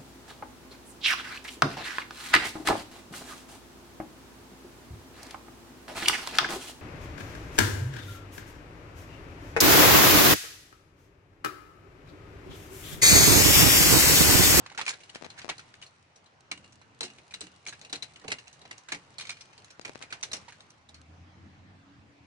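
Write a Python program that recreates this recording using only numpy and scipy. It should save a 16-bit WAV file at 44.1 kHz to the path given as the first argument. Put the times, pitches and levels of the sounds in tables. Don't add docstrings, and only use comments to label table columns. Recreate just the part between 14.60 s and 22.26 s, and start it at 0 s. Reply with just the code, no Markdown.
import sys
import numpy as np
from scipy import signal
from scipy.fft import rfft, irfft
from scipy.io import wavfile
from scipy.ndimage import uniform_filter1d

SR = 44100
rng = np.random.default_rng(int(sys.argv[2]) if len(sys.argv) > 2 else 0)


def to_wav(s):
    ch = np.atleast_2d(s).T
    pcm = np.round(np.clip(ch, -1, 1) * 32767)
    wavfile.write(sys.argv[1], SR, pcm.astype(np.int16))


def magnitude_from_level(level_db):
    exponent = np.asarray(level_db, float) / 20
    return 10 ** exponent


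N = 337801
EDGE_HZ = 10650

# frequency in Hz, relative level in dB per Hz.
ICE_COLOUR = [(410, -30.5), (700, -8), (1210, -2.5), (2210, 4), (3480, -1), (4030, 3), (4950, -1.5),
              (6140, 0), (7890, -6.5), (10600, -15.5), (13800, -57), (22000, -120)]


def evened(x):
    return x / np.sqrt(np.mean(x ** 2) + 1e-20)


def read(points, hz):
    f, value = np.transpose(points)
    return np.interp(np.log(hz + 1), np.log(f + 1), value)


def curve(rows, axis=1):
    rows = np.array(rows)
    return np.interp(np.arange(N) / SR, rows[:, 0], rows[:, axis])


def add(mix, start, sound):
    part = mix[:, round(start * SR):][:, :sound.shape[1]]
    part += sound[:, :part.shape[1]]


def coloured(x, db):
    return irfft(rfft(x) * magnitude_from_level(db), x.shape[-1])


def ring(t, hz, db, t60, start):
    return magnitude_from_level(db - 60 * t / t60) * np.sin(2 * np.pi * (hz * t + start))


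def noise_bed(spectrum, patchy_db):
    # frequency in Hz, left-right likeness from -1 to 1.
    likeness = [(60, 0.69), (170, 0.95), (490, 0.46), (1390, -0.18), (3960, 0.13), (11300, 0.0071)]
    frames, hz = N // 256 + 5, np.fft.rfftfreq(1024, 1 / SR)
    a, b, c, d, patches = rng.standard_normal((frames, 513, 5)).T
    patches = uniform_filter1d(patches, size=10, axis=0)
    patches = evened(uniform_filter1d(patches, size=12, axis=1))
    same = np.clip(read(likeness, hz), -1, 1)[:, None]
    left = a + 1j * b
    right = same * left + np.sqrt(1 - same ** 2) * (c + 1j * d)
    z = np.array([left, right]) * magnitude_from_level(read(spectrum, hz)[:, None] + patchy_db * patches)
    return evened(signal.istft(z, nperseg=1024, noverlap=768)[1][:, :N])


def air():
    # frequency in Hz, relative level in dB per Hz.
    hiss_colour = [(15, -58), (25, -16), (43, -16), (67, -6), (98, -3.5), (123, -1), (194, -13),
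                   (257, -11.5), (577, -11), (762, -8.5), (1140, -10.5), (2770, -16.5), (3390, -20),
                   (5920, -25.5), (10600, -43), (13800, -79), (22000, -120)]
    # time in seconds, level in dB before a steady lift.
    hiss_level = [(0.0, -53.5), (0.2, -64), (0.85, -58), (1.43, -66), (2.7, -62), (5.2, -61), (5.76, -59),
                  (6.25, -65.5), (6.55, -62), (7.66, -63.5)]
    # time in seconds, level in dB before a steady cut.
    rumble_level = [(0, -69.5), (1.8, -67), (1.98, -52.5), (2.6, -68), (3.3, -71.5), (4.5, -60), (5, -70),
                    (6.2, -62.5), (6.65, -51), (7.66, -53.5)]
    rumble_colour = [(50, -30.5), (75, 7), (160, 2.0), (320, 2.5), (600, -76.5)]  # (Hz, dB)
    hiss = magnitude_from_level(curve(hiss_level) + 3.5) * noise_bed(hiss_colour, patchy_db=1.82)
    rumble = magnitude_from_level(curve(rumble_level) - 7.0) * noise_bed(rumble_colour, patchy_db=2.5)
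    return hiss + rumble


def hit(ring_hz, thud_db, t60, chance, dice):
    # multiple of its ring, level in dB before a shared cut.
    rod_modes = [(1, 13), (1.62, -26), (2.76, -8.5), (.6, -3.5)]
    # frequency in Hz, relative level in dB per Hz.
    knock_colour = [(90, -12.5), (200, -6.5), (450, -5), (820, -8.5), (1400, -23), (4000, -58.5)]
    t, hz = np.arange(chance.shape[1]) / SR, np.fft.rfftfreq(chance.shape[1], 1 / SR)
    t60 = np.clip(t60, .008, .1)
    rise = (1 - np.exp(-t / .0012)) ** 2

    treble_db = 3 * np.log2(ring_hz / 3000)
    colour = read(ICE_COLOUR, hz) + treble_db * np.clip(np.log2((hz + 1) / 3500), -.6, 1.2)
    colour = colour + 9 / (1 + ((hz - ring_hz) / (.05 * ring_hz)) ** 2)

    jerks = magnitude_from_level(4.5 * evened(uniform_filter1d(chance[4], size=36)))
    splinters = evened(coloured((0.63 * chance[:2] + chance[2]) * jerks, colour))
    crack = magnitude_from_level(-5.5) * splinters * magnitude_from_level(-60 * t / t60)

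    echoes = evened(coloured(chance[:2, ::-1], colour - 3 * np.log2(1 + hz / 3000)))
    scatter = magnitude_from_level(-15.5) * echoes * magnitude_from_level(-60 * t / 0.13) * (1 - np.exp(-t / 0.0039))

    rod = sum(ring(t, ring_hz * k, db - 9, 0.25 * t60, dice[n]) * (ring_hz * k < EDGE_HZ)
              for n, (k, db) in enumerate(rod_modes))
    shards = sum(ring(t, 3000 * 2.5 ** d, -15 - 7 * d, .04, 7 * d) for d in dice[6:])

    low = evened(coloured(chance[3] + .5 * chance[:2], read(knock_colour, hz)))
    thud = magnitude_from_level(thud_db - 8.0) * low * magnitude_from_level(-60 * t / (0.04 + 1.3 * t60)) * (1 - np.exp(-t / 0.0091))
    return rise * (crack + rod + shards) + scatter + thud


def icicles():
    # start in seconds, level in dB before a shared lift, ring of the piece in Hz,
    # thud in dB against the hit before a shared cut, fade time (t60) in seconds before it is kept within bounds.
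    blows = [(0.0608, -34, 1150, -22.5, 0.051), (0.0972, -44, 1570, -6.5, 0.074),
             (0.1144, -43, 830, -17.5, 0.1), (0.146, -44, 1390, -3.5, 0.15),
             (0.1757, -19.5, 1610, -15, 0.032), (0.1824, -30.5, 1500, -20.5, 0.062),
             (0.1888, -28, 862, -14, 0.093), (0.2113, -20.5, 1250, -13, 0.039),
             (0.2625, -26, 2430, -15.5, 0.076), (0.2773, -19.5, 2340, -40, 0.069),
             (0.2903, -22.5, 6970, -18.5, 0.072), (0.3013, -24.5, 1580, -15.5, 0.032),
             (0.326, -34.5, 1690, -12, 0.031), (0.3352, -33, 1500, -9, 0.038),
             (0.4038, -40.5, 2780, -11, 0.042), (0.4334, -39, 2800, -19.5, 0.043),
             (0.4938, -40.5, 3010, -16, 0.062), (0.5467, -38, 3160, -6.5, 0.076),
             (0.5555, -33, 1730, -17, 0.05), (0.6439, -34.5, 830, -8, 0.048),
             (0.7009, -34, 4080, -18, 0.036), (0.7647, -48, 1810, -10, 0.055),
             (0.7765, -39.5, 1550, -37, 0.08), (0.7882, -29, 1810, -37, 0.035),
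             (0.8154, -30.5, 2440, -20, 0.017), (0.8894, -21.5, 1120, -9, 0.054),
             (0.8954, -18.5, 806, -13, 0.028), (0.9798, -35, 4270, -13, 0.026),
             (0.9926, -35.5, 1390, -20, 0.05), (1.1388, -42.5, 1620, -20, 0.046),
             (1.2146, -35.5, 2980, -17, 0.023), (1.2232, -39, 2940, -22, 0.11),
             (1.2469, -48, 2780, -3, 0.04), (1.263, -42, 4280, -21.5, 0.057),
             (1.5585, -42.5, 5800, -6, 0.036), (1.659, -48, 4030, -8, 0.046),
             (1.913, -22, 2320, -17, 0.051), (1.974, -44, 2980, -5, 0.06), (2.0416, -45, 2770, -3.5, 0.04),
             (2.1228, -46.5, 5970, -10, 0.05), (2.2138, -44, 980, -10.5, 0.032),
             (2.4064, -22.5, 3980, -8.5, 0.05), (2.4286, -26, 4110, -10.5, 0.12),
             (2.437, -39, 2460, -19.5, 0.056), (2.4484, -33, 5200, -9.5, 0.029),
             (2.4545, -40, 4000, -14, 0.069), (2.4783, -41, 2600, -18, 0.025),
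             (2.5, -42.5, 2670, -4, 0.047), (2.5835, -40.5, 2520, -3, 0.031), (2.708, -44, 2400, -25, 0.15),
             (2.7381, -28.5, 3850, -20, 0.052), (2.807, -30.5, 8010, -28, 0.042),
             (2.8117, -29, 4020, -8.5, 0.028), (2.8385, -40, 2800, -10, 0.036),
             (2.8667, -42, 2760, -4, 0.038), (3.0637, -28, 2300, -22.5, 0.039),
             (3.0717, -30.5, 6230, -7, 0.05), (3.0834, -28, 4150, -28.5, 0.043),
             (3.0898, -34.5, 6600, -27, 0.046), (3.1246, -34, 1680, -11, 0.05),
             (3.133, -37, 2390, -21, 0.021), (3.2125, -34.5, 4220, -8, 0.023),
             (3.2475, -37, 2650, -9.5, 0.05), (3.2955, -38.5, 3900, -6.5, 0.05),
             (3.3271, -17.5, 3900, -8.5, 0.027), (3.3552, -33, 4130, -7.5, 0.056),
             (3.4228, -25.5, 3980, -17.5, 0.054), (3.4434, -48, 2930, -2, 0.017),
             (3.5585, -42, 3050, -16, 0.065), (3.6143, -43.5, 1870, 1, 0.03),
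             (3.641, -39.5, 1180, 9, 0.035), (3.679, -26, 2680, -3.5, 0.038),
             (3.7015, -31.5, 2540, -6, 0.054), (3.7164, -19.5, 2080, -12.5, 0.064),
             (3.7838, -39.5, 2750, -11, 0.13), (3.8709, -44.5, 2645, -30, 0.1),
             (3.928, -40, 6080, -13, 0.017), (4.0146, -41.5, 3840, -3, 0.034),
             (4.0517, -40.5, 810, -3, 0.054), (4.1095, -31, 2030, -10.5, 0.05),
             (4.1254, -40.5, 2780, -7, 0.036), (4.1779, -37, 6000, -8, 0.022),
             (4.285, -26.5, 1630, -13, 0.025), (4.3193, -18, 2277, -11.5, 0.045),
             (4.3444, -32, 1970, -6.5, 0.072), (4.583, -25, 4310, -17, 0.026),
             (4.5961, -32.5, 2360, -26, 0.039), (4.6077, -26.5, 3790, -31, 0.035),
             (4.6224, -34.5, 3080, -6, 0.02), (4.6517, -36, 2240, -12, 0.047),
             (4.6694, -31, 3720, -21, 0.026), (4.6923, -25.5, 2410, -23, 0.047),
             (4.7026, -30.5, 2340, -33, 0.091), (4.769, -38, 2360, -46.5, 0.021),
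             (4.8074, -35.5, 5440, -21, 0.049), (4.93, -43, 2600, -18, 0.032),
             (4.9775, -43, 4540, -10, 0.054), (5.0434, -40.5, 6940, -45.5, 0.026),
             (5.1033, -38.5, 5660, -8.5, 0.032), (5.2115, -41, 4730, -6, 0.039),
             (5.2483, -27.5, 2330, -11.5, 0.062), (5.2764, -39.5, 2260, -1, 0.092),
             (5.3148, -46, 2520, -13, 0.037), (5.348, -34.5, 810, -8, 0.017),
             (5.4122, -42.5, 1520, -25, 0.065), (5.4222, -28, 2190, -18, 0.045),
             (5.5034, -41, 2400, -9.5, 0.14), (5.5243, -22, 1510, -14, 0.033), (5.5416, -45, 1360, 0, 0.03),
             (5.6273, -23, 5940, -17, 0.051), (5.6344, -26, 3600, -39.5, 0.038),
             (5.7142, -34, 4000, -5, 0.11), (5.7308, -17, 5680, -13.5, 0.028),
             (5.7652, -33, 5400, -5.5, 0.035), (5.881, -40, 940, -9, 0.1),
             (5.9216, -36.5, 1700, -26, 0.029), (6.004, -44.5, 3760, -18, 0.044),
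             (6.102, -49, 5800, -10, 0.05), (6.2882, -44, 3800, -5, 0.063), (6.3431, -37, 4420, -12, 0.028)]
    out, length = np.zeros((2, N)), 4096
    chance, dice = rng.standard_normal((len(blows), 5, length)), rng.random((len(blows), 9))
    for (start, db, ring_hz, thud_db, t60), z, d in zip(blows, chance, dice):
        sound = hit(ring_hz, thud_db, t60, z, d)
        lag = int(3 + 8 * d[4])
        sound[0] = np.roll(sound[0], lag) * (np.arange(length) >= lag)
        side = magnitude_from_level(3 * (d[5] - .5) * np.array([[1], [-1]]))
        add(out, start, magnitude_from_level(db + 3) * sound * side)
    return out


def crumbs(hits):
    smoothing = 1 / (.15 * SR)
    busy = signal.lfilter([smoothing], [1, smoothing - 1], abs(hits).mean(0))
    clumps = magnitude_from_level(1.13 * evened(uniform_filter1d(rng.standard_normal(N), size=150)))
    clicks = rng.random((2, N)) < 1500 / SR
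    grains = rng.standard_normal((2, N)) * clicks * clumps
    colour = read(ICE_COLOUR, np.fft.rfftfreq(N, 1 / SR))
    return magnitude_from_level(-30) * busy ** 0.7 * evened(coloured(grains, colour))


def bars(strikes):
    # frequency in Hz, relative level in dB, fade time (t60) in seconds.
    bar_modes = [(2430, -11, .06), (2570, -8, .07), (2830, -2, .1), (2930, -6, .07), (3720, -9, .05),
                 (4030, -6, .05), (6140, -3, .04), (7810, 4, .025)]
    # frequency in Hz, relative level in dB, t60 in seconds.
    post_modes = [(2430, -6, .11), (2860, -5, .11), (3133, -3, .11), (3660, -11, .1), (4011, -8, .1),
                  (4264, -7, .1), (4969, -3, .1), (5351, -5, .1), (5770, -2, .1), (6137, -3, .09)]
    # time in seconds, bars in dB, post in dB.
    uptake = [(0, -52, -70), (1.2, -48, -70), (1.9, -40, -70), (4.2, -42, -62), (4.6, -48, -42),
              (5.0, -50, -41), (5.3, -52, -52), (6.5, -54, -52)]
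    t, out = np.arange(SR // 6) / SR, np.zeros((2, N))
    for column, modes in enumerate((bar_modes, post_modes), 1):
        for hz, db, t60 in modes:
            place = np.interp(np.arange(N) / SR, np.arange(0, 8, .125), rng.standard_normal(64))
            struck = strikes[1] * magnitude_from_level(2 * place + curve(uptake, axis=column))
            mode = ring(t, hz, db, t60, rng.random((2, 1)))
            out += signal.oaconvolve(struck[None], mode, axes=1)[:, :N]
    return out


def chips():
    # start in seconds, level in dB at the start.
    clear = [(0.254, -39), (1.153, -53.5), (2.06, -56), (2.156, -55), (2.39, -55), (2.535, -53),
             (2.68, -54.5), (2.917, -55), (2.962, -54), (3.053, -50), (3.194, -48), (3.536, -54.5),
             (3.597, -50), (3.882, -52), (3.993, -51.5), (4.077, -55), (4.236, -57), (4.505, -55.5),
             (4.856, -52.5), (5.021, -56), (5.111, -51), (5.333, -50), (5.376, -51), (5.391, -50),
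             (5.611, -47), (6.415, -52.5)]
    t60, strays_per_s, busy_s = .022, 10, 6.4
    count = int(strays_per_s * busy_s)
    strays = rng.random((count, 2)) * [busy_s, 8] + [0, -63]
    t, out = np.arange(1024) / SR, np.zeros((2, N))
    hz = np.fft.rfftfreq(1024, 1 / SR)
    colour = read(ICE_COLOUR, hz) + read([(1500, -11), (4000, -1.5), (8000, -1)], hz)
    for (start, db), z in zip([*strays, *clear], rng.standard_normal((count + len(clear), 3, 1024))):
        add(out, start, magnitude_from_level(db - 60 * t / t60) * evened(coloured(z[:2] + z[2], colour)))
    return out


def focus_motor():
    # time in seconds, level in dB.
    steps = [(0.5442, -42), (0.5579, -25), (0.6126, -35), (0.6212, -35), (0.6244, -25), (0.6369, -32),
             (0.645, -33.5), (0.6485, -45), (0.6528, -32), (0.6606, -32.5), (0.6649, -28.5), (0.8458, -25),
             (0.8539, -35), (0.8569, -33), (0.8655, -35), (0.881, -31), (5.1957, -26.5), (5.2736, -35),
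             (5.284, -37), (5.295, -25.5), (5.3568, -26), (5.407, -39), (5.4147, -35.5), (5.4385, -33.5)]
    t = np.arange(-30, 500) / SR
    push = np.exp(-(t / 0.00017) ** 2)
    swing = -0.67 * np.exp(-((t - .0008) / 0.00047) ** 2) + 0.13 * np.exp(-((t - .0028) / 0.0014) ** 2)
    rattle = ring(t, 2760, -16.5, 0.014, 0) + ring(t, 4200, -10.0, 0.0024, 0) + ring(t, 5300, 0, 0.00093, 0)
    step = push + swing + (t > 0) * rattle
    out = np.zeros((2, N))
    for s, db in steps:
        add(out, s + t[0], magnitude_from_level(db) * step * np.array([[1], [0]]))
    return out


def booms():
    # start in seconds, level in dB, panel mode in Hz.
    panel_booms = [(1.913, -48, 296), (2.411, -38, 455), (2.44, -41, 362), (2.809, -45.5, 426),
                   (2.831, -43.5, 310), (3.329, -45, 473), (3.357, -49.5, 152), (3.648, -42, 276),
                   (3.68, -41, 436), (3.714, -45, 205), (4.32, -44, 333), (4.348, -43.5, 290),
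                   (5.251, -51, 292), (5.734, -46, 331)]
    t60 = 0.13
    t, out = np.arange(SR // 5) / SR, np.zeros((2, N))
    for (s, db, hz), start in zip(panel_booms, rng.random((len(panel_booms), 2))):
        panel = ring(t, hz, db, t60, start[0])
        looser = ring(t, 0.6 * hz, db - 12, 3.35 * t60, start[1])
        add(out, s, np.tile((panel + looser) * (1 - np.exp(-t / 0.0019)), (2, 1)))
    return out


def tone(rows, multiples, waver_db):
    t = np.arange(N) / SR
    fade_in = np.clip((t - rows[0][0]) / 0.088, 0, 1)
    fade_out = np.clip((rows[-1][0] + 0.11 - t) / 0.095, 0, 1)
    turns, out = np.cumsum(curve(rows)) / SR, 0
    for k, db in multiples:
        waver = uniform_filter1d(rng.standard_normal(N), size=2500)
        waver = evened(uniform_filter1d(waver, size=2500))
        depth_db = waver_db * (1 if k != 1 else .6)
        out = out + magnitude_from_level(db + depth_db * waver) * np.sin(2 * np.pi * (k * turns + rng.random()))
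    return np.sqrt(2) * magnitude_from_level(curve(rows, axis=2)) * fade_in * fade_out * out


def engine():
    # time in seconds, pitch in Hz, level in dB.
    firing = [(6.2, 84.2, -64), (6.45, 78.3, -60), (6.5, 82.6, -50), (6.6, 87.9, -57.5),
              (7.2, 96.05, -58.5), (7.4, 97.6, -74)]
    # multiple of the firing tone, level against it in dB.
    companions = [(1.4, -16), (2, -9), (2.33, -28), (2.8, -19.5), (3.6, -22)]
    # time in seconds, pitch in Hz, level in dB.
    exhaust = [(7.14, 263.6, -75), (7.29, 282.3, -57.5), (7.5, 283.2, -67.5), (7.66, 283.4, -61.5)]
    return tone(firing, [(1, 0)] + companions, waver_db=4) + tone(exhaust, [(1, 0)], waver_db=2)


def scene():
    # frequency in Hz, left minus right in dB.
    port_colour = [(60, 0), (140, -0.5), (340, 0.5), (820, -8.5), (1970, -2), (4720, 4), (11300, -15.5)]
    hits = icicles() + chips()
    patter = crumbs(hits)
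    near = hits + patter + bars(hits + magnitude_from_level(6) * patter) + booms()
    half_db = read(port_colour, np.fft.rfftfreq(N, 1 / SR)) / 2
    near = coloured(near, np.array([half_db, -half_db]))
    return near + focus_motor() + engine() + air()


def roll_off(x):
    return signal.sosfilt(signal.butter(12, 11890, fs=SR, output="sos"), x)


def record(dry):
    bass_db = read([(30, -3), (45, -12), (62, -15.0), (78, -1)], np.fft.rfftfreq(N, 1 / SR))
    bass_cut = coloured(dry, bass_db)
    edge = signal.firwin(301, EDGE_HZ, window=("kaiser", 5), fs=SR)
    mix = signal.oaconvolve(bass_cut, edge[None], "same")
    return roll_off(mix)


dry = scene()
out = record(dry)
to_wav(out)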